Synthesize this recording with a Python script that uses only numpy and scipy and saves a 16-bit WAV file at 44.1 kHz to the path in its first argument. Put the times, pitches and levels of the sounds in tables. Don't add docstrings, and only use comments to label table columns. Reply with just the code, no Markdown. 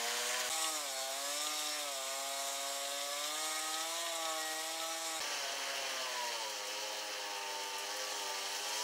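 import sys
import numpy as np
from scipy import signal
from scipy.fft import rfft, irfft, next_fast_len
from scipy.io import wavfile
from scipy.ndimage import uniform_filter1d

SR = 44100
rng = np.random.default_rng(int(sys.argv[2]) if len(sys.argv) > 2 else 0)


def ratio(d):
    e = np.asarray(d, float) / 20
    return 10 ** e


def pcm_store(signal):
    levels = np.round(np.clip(np.atleast_2d(signal), -1, 1) * 32767)
    wavfile.write(sys.argv[1], SR, levels.astype(np.int16).T)


N = 389403
STEP = 40


def in_time(rows, t):
    s, *columns = np.transpose(rows)
    return [np.interp(t, s, c) for c in columns]


def at_hz(points, hz):
    f, db = np.transpose(points)
    return np.interp(np.log(hz), np.log(f), db)


def rms_one(x):
    return x / np.sqrt(np.mean(x ** 2) + 1e-20)


def drift(rate, size):
    settle = 2000
    r = np.exp(-2 * np.pi * rate * STEP / SR)
    noise = rng.standard_normal(size + settle)
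    return rms_one(signal.lfilter([1], [1, -2 * r, r * r], noise)[settle:])


def stretch(slow, size):
    return np.interp(np.arange(size) / STEP, np.arange(len(slow)), slow)


def lifts(peaks, hz):
    return sum(db / (1 + (2 * (hz - centre) / width) ** 2) for centre, width, db in peaks)


def exhaust(per_s, k):
    strong_orders = (4, 5, 7, 8, 9, 10)
    strong_db = [(4, 5.8, -0.5, 1, 0.5, .1), (4, 3.9, 0, 3, -1.5, -8), (4, 5.2, -5, 6.4, 2, -4)]
    # f/Hz, level/dB
    muffler = [
        [(59, -124), (100, -99), (232, -62.5), (357, -66), (483, -56.5), (750, -57.5), (900, -60), (1750, -60)],
        [(71, -120), (150, -89), (265, -77.5), (420, -69.5), (600, -61.5), (900, -64), (1200, -66),
         (2100, -68.5)],
        [(90, -94), (140, -81), (205, -82.5), (300, -69.5), (420, -63), (600, -63.5), (720, -66.5),
         (1800, -65.5)],
    ]
    # f/Hz, width/Hz, lift/dB
    pipe = [
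        [(709, 30, 13), (1018, 42, 21.5), (1500, 56, 6)],
        [(308, 102, 15.5), (475, 25, 4.5), (570, 42, 9), (673.4, 62, 9.5), (802.5, 78, 11.5), (860, 42, -11.5),
         (1020, 120, 5.5), (1137.5, 41, 7), (1205, 85, 8), (1281, 81, 10.5), (1450, 44, 7), (1695, 24, 14),
         (1890, 76, 13.5)],
        [(251, 53, 7), (547, 55, 6), (599, 33, 4.5), (678, 66, 6.5), (830, 54, 3), (896.6, 42, 11),
         (935, 17, -6), (973, 67, 14), (1100, 25, -4.5), (1137, 60, 10), (1189, 33, 7), (1590, 50, 9.5)],
    ]
    roughness = [1.2, .9, 1.35]
    rough = roughness[k]
    turns = np.cumsum(per_s) / SR
    size, steps = len(turns), len(per_s[::STEP])
    out = np.zeros(size)
    for order in range(1, 13):
        hz = order * per_s[::STEP]
        wander_db = 4.0 if order > 5 else 1.5 * rough
        level_db = at_hz(muffler[k], hz) + lifts(pipe[k], hz) + wander_db * np.minimum(drift(3.5, steps), 0.7)
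        if order in strong_orders:
            level_db = level_db + strong_db[k][strong_orders.index(order)]
        slip = rough * (0.12 + 0.022 * order) * drift(11.0, steps) + 2 * np.pi * rng.random()
        flutter_db = 1.5 * rough * drift(26.4, steps)
        height = np.sqrt(2) * ratio(level_db + flutter_db)
        out += stretch(height, size) * np.sin(2 * np.pi * order * turns + stretch(slip, size))
    return out


def clatter(per_s, memory, size=256):
    settle = 40
    turns = np.cumsum(per_s) / SR
    fresh = rng.standard_normal((int(turns[-1]) + settle + 1, size))
    cycles = signal.lfilter([1], [1, -memory], fresh, axis=0)[settle:]
    return rms_one(np.interp(turns * size, np.arange(cycles.size), cycles.ravel()))


def roar_levels(t, per_s, k):
    # t/s, level/dB
    thrown = [
        [(0.0, -1), (0.35, 0.5), (0.493, .5)],
        [(0.5, 4), (0.63, 5.5), (0.84, 0.5), (1.1, 0.5), (1.33, 2.5), (1.61, 2.5), (1.87, 0), (2.22, 0),
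         (2.56, 1), (2.94, 0), (3.56, 1.5), (3.91, 0.5), (4.34, -0.5), (4.62, 0.5), (4.87, -1), (5.2, -1)],
        [(5.2, 2), (5.53, 0), (6.1, 0.5), (6.46, -0.5), (6.83, -0.5), (7.34, -2), (7.81, -1), (8.01, 1),
         (8.43, 1.5), (8.83, 4)],
    ]
    # housing level/dB, chute level/dB, spray level/dB, air level/dB
    mean_db = [(-44, -42, -44, -57), (-50, -44.5, -44, -61.5), (-47.5, -44, -51.5, -62)]
    mean_per_s = [122, 150, 112]
    throw_share = (0.26, 0.77, 1.24, 0.81)
    speed_slope = (7.5, 4.9, .1, .1)
    throw_db, = in_time(thrown[k], t)
    octaves = np.log2(per_s / mean_per_s[k])
    parts = zip(mean_db[k], throw_share, speed_slope)
    return [db + share * throw_db + slope * octaves for db, share, slope in parts]


def roar_shape(hz, k, size):
    # f/Hz, level/(dB per Hz)
    colour = [
        [(760, -36), (1300, -8), (1520, -2), (2140, -1.5), (2330, -5.5), (3150, -2.5), (5420, -6.5), (6750, -6),
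         (11500, -16.5), (14400, -21), (15700, -21)],
        [(760, -35), (1300, -7), (1540, -4.5), (2060, -2.5), (2260, 1), (2480, -5), (3760, -0.5), (4780, -10.5),
         (5370, -2.5), (6020, -11), (7260, -7.5), (9920, -17.5), (13600, -15.5), (15700, -21.5)],
        [(760, -50), (1300, -5), (1400, -9), (1700, -1.5), (2260, -5), (3020, -2), (3460, -11), (4450, -5.5),
         (4830, -8.5), (5960, -5.5), (7110, -11.5), (11000, -21.5), (13000, -30), (15700, -24.5)],
    ]
    # f/Hz, level/(dB per Hz)
    rumble = [
        [(15, -68), (25, -34), (102, -36), (146, -30.5), (228, -31.5), (290, -20), (362, -12.5), (422, -11),
         (682, 0.5), (882, -2), (1120, 3.5), (1500, -10.5), (1950, -38), (3300, -120)],
        [(15, -70), (25, -45), (192, -29.5), (290, -16.5), (362, -11.5), (401, -14), (460, -9.5), (519, -3),
         (682, -5.5), (897, -1), (1080, -9), (1500, -11), (1950, -38), (3300, -120)],
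    ]
    rumble_db = [-7.5, -3, 0]
    # f/Hz, width/Hz, lift/dB
    panels = [
        [(1500, 140, 1.5), (2200, 75, -1), (3130, 96, 3), (4540, 54, 3), (6900, 330, 3), (14000, 200, 5)],
        [(1900, 64, 5.5), (2176, 32, 5.5), (3700, 180, 1), (5390, 250, -3.5), (6850, 130, 2.5), (7170, 120, -5),
         (10700, 300, 2.5), (14000, 300, 4)],
        [(1740, 42, 1.5), (2750, 120, 1), (3160, 510, 3.5), (4200, 360, 2.5), (5320, 270, 3), (11000, 110, 4)],
    ]
    ripple_db = rms_one(uniform_filter1d(rng.standard_normal(len(hz)), size=round(60 * size / SR)))
    machine = ratio(at_hz(colour[k], hz) + lifts(panels[k], hz) + ripple_db)
    burning = ratio(at_hz(rumble[k // 2], hz) + rumble_db[k])
    return np.hypot(machine, burning)


def roar(t, per_s, k):
    repeat = [.4, .55, .35]
    edges = (1500, 3000, 6500, 13000, 15600)
    size, steps = next_fast_len(len(t)), len(t[::STEP])
    hz = np.maximum(np.arange(size // 2 + 1) * SR / size, 1)

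    cyclic = repeat[k] / (1 + (hz / 9500) ** 2) * (hz > 1300)
    hiss = rfft(rng.standard_normal(size)) / np.sqrt(size)
    repeats = rfft(clatter(per_s, memory=0.872), size)
    repeats = repeats / np.sqrt(uniform_filter1d(np.abs(repeats) ** 2, size=size // 40))
    shape = roar_shape(hz, k, size)
    coloured = shape * (np.sqrt(1 - cyclic) * hiss + np.sqrt(cyclic) * repeats)

    spans = list(zip(edges, edges[1:]))
    as_made_db = [10 * np.log10(2 * np.sum(shape[(hz > a) & (hz < b)] ** 2) / size ** 2) for a, b in spans]
    trims_db = np.array(roar_levels(t, per_s, k))[:, ::STEP] - np.array(as_made_db)[:, None]
    places = np.log([np.sqrt(a * b) for a, b in spans])

    together_db = 0.35 * drift(26.0, steps) + 0.48 * drift(48.0, steps)
    breath = np.cos(2 * np.pi * np.cumsum(per_s) / SR)
    thirds = np.clip(3 * np.log2(hz), 27, 42)
    out = np.zeros(len(t))
    for third in range(27, 43):
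        overlap = np.clip(1 - np.abs(thirds - third), 0, 1)
        band = irfft(coloured * overlap, size)[:len(t)]
        centre = 2 ** (third / 3)
        weights = np.array([np.interp(np.log(centre), places, row) for row in np.eye(len(spans))])
        high = np.clip(np.log2(centre / 900) / 2.5, 0, 1)
        own_db = 0.74 * drift(19.0, steps) + 0.52 * drift(1.9, steps)
        gain = stretch(ratio(weights @ trims_db + own_db + high * together_db), len(t))
        out += band * gain * (1 + 0.074 * high * breath) * (1 + snow_swell(t, centre))
    return out


def whines(t, per_s):
    # firing order, start t/s, end t/s
    tones = [(35, .5, .88), (33, .85, 1.25), (36, 1.1, 2.0), (35, 1.3, 1.9), (38, 1.35, 1.8),
             (25, 1.3, 1.9), (18, 1.45, 1.8), (30, 1.45, 1.8), (16, 2.1, 2.8), (54, 1.9, 3.0),
             (38, 2.1, 2.6), (36, 2.85, 3.55), (54, 3.35, 3.75), (14, 3.35, 3.9), (12, 4.38, 4.65),
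             (32, 4.7, 5.15), (36, 4.8, 5.15), (26, .03, .28), (7, .55, .7), (6, 3.9, 4.1), (4, 4.25, 4.4),
             (7, 4.15, 4.45), (8, 4.75, 4.97), (7, 5.05, 5.19), (8, 5.21, 6.0), (15, 7.3, 8.83),
             (8, 5.95, 6.45), (12, 2.9, 3.2)]
    tone_db = [-53, -60, -51, -64, -62, -60, -57, -58, -65, -57, -59, -59, -53, -56, -53, -58, -56, -51,
               -46, -50, -50, -50, -46.5, -52.5, -59.5, -60, -50, -57.5]
    turns, out = np.cumsum(per_s) / SR, np.zeros(len(t))
    for (order, start, end), level_db in zip(tones, tone_db):
        on = (t > start) & (t < end)
        size = on.sum()
        steps = size // STEP + 1
        fade = np.sqrt(np.abs(np.sin(np.pi * (t[on] - start) / (end - start))))
        waver = stretch(ratio(level_db + 3.0 + 3.0 * drift(10.0, steps)), size)
        slip = stretch((0.12 + 0.011 * order) * drift(8.0, steps), size)
        out[on] += fade * waver * np.sin(2 * np.pi * order * turns[on] + slip)
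    return out


def snow_swell(t, hz):
    # t/s, peak level/dB, centre f/Hz
    packed = [(0.3431, -24.5, 2130), (0.5364, -31, 3240), (0.623, -32, 3800), (0.6425, -22, 2980),
              (1.468, -22, 3500), (1.668, -29, 5430), (2.1384, -33, 2160), (2.8519, -30, 3490),
              (2.9437, -33, 3790), (3.0114, -33, 3120), (3.1294, -28, 3136), (3.239, -25, 3857),
              (3.7414, -27, 3780), (3.8065, -32, 3700), (3.9644, -26, 3496), (4.066, -22, 2177),
              (4.2527, -25, 3840), (4.799, -25, 3690), (7.9943, -28, 3100), (8.4756, -32, 2830)]
    # t/s, peak level/dB, centre f/Hz, decay t/s
    sprays = [
        (.62, -41, 9050, 0.055),
        (3.59, -35, 9000, 0.048),
        (4.15, -31, 8950, 0.043),
        (6.495, -37, 11000, .04),
        (6.67, -35, 8980, .04),
        (6.97, -36, 9030, 0.029),
        (7.635, -31, 8000, 0.042),
        (7.782, -25.5, 11010, 0.082),
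        (7.965, -27, 14000, .04),
        (8.689, -38, 8940, 0.035),
    ]
    lump_decay_s = 0.021
    swell = np.zeros(len(t))
    for start, peak_db, centre, decay_s in [(*row, lump_decay_s) for row in packed] + list(sprays):
        near = slice(*np.searchsorted(t, [start, start + 0.15]))
        age = t[near] - start
        reach = np.exp(-(np.log2(hz / centre) / 0.68) ** 2)
        onset = 1 - np.exp(-age / 0.0007)
        swell[near] += reach * onset * ratio(peak_db + 36 - 60 * age / decay_s)
    return swell


def scene():
    # start t/s, end t/s
    passes = [
        (0, .493),
        (.4979, 5.1976),
        (5.2026, 8.84),
    ]
    # t/s, firing f/Hz
    firing = [
        [(0.0, 116.5), (0.14, 121), (0.28, 122), (0.38, 126.5), (0.493, 122.5)],
        [(0.67, 160), (0.77, 153), (0.91, 133), (1.08, 132.5), (1.49, 152.5), (1.8, 149), (1.99, 132.5),
         (2.25, 137), (2.85, 139.3), (3.15, 143.5), (3.41, 156), (3.75, 157.5), (4.03, 170), (4.3, 159.5),
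         (4.54, 157.3), (4.72, 162), (5.04, 163.8), (5.2, 158.8)],
        [(5.2, 146), (5.33, 145.5), (5.44, 137.5), (5.8, 137), (6.0, 130.5), (6.36, 115.5), (6.53, 104),
         (6.69, 102), (6.8, 106.5), (7.03, 105), (7.35, 100.6), (7.82, 99.4), (7.96, 103.8), (8.13, 104),
         (8.24, 99.5), (8.44, 97.8), (8.83, 108.5)],
    ]
    out = np.zeros(N)
    for k, (start, end) in enumerate(passes):
        first, last = round(start * SR), min(round(end * SR), N)
        t = np.arange(first, last) / SR
        per_s, = in_time(firing[k], t)
        per_s = uniform_filter1d(per_s, size=3600, mode="nearest")
        out[first:last] = exhaust(per_s, k) + whines(t, per_s) + roar(t, per_s, k)
    join = round(passes[2][0] * SR)
    out[join:join + 60] -= ratio(-47) * np.hanning(60)
    return np.array([out, out])


def channel_difference(mono):
    size = 2048
    side, window = np.zeros(N), np.hanning(size)
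    for when, where in rng.random((21, 2)):
        low_hz = 6000 + where * (12400 - 6000)
        at = int(when * (N - size))
        band = signal.butter(4, [low_hz, 1.19 * low_hz], "band", fs=SR, output="sos")
        side[at:at + size] += 0.48 * window * signal.sosfilt(band, mono[at:at + size][::-1])
    return side


def top_cut(x):
    return signal.sosfilt(signal.butter(12, 16870, fs=SR, output="sos"), x)


def record(dry):
    stereo = dry + channel_difference(dry[0]) * [[1], [-1]]
    low_pass = signal.ellip(12, 0.3, 70, 15720, fs=SR, output="sos")
    mix = signal.sosfilt(low_pass, stereo)
    return top_cut(mix)


dry = scene()
out = record(dry)
pcm_store(out)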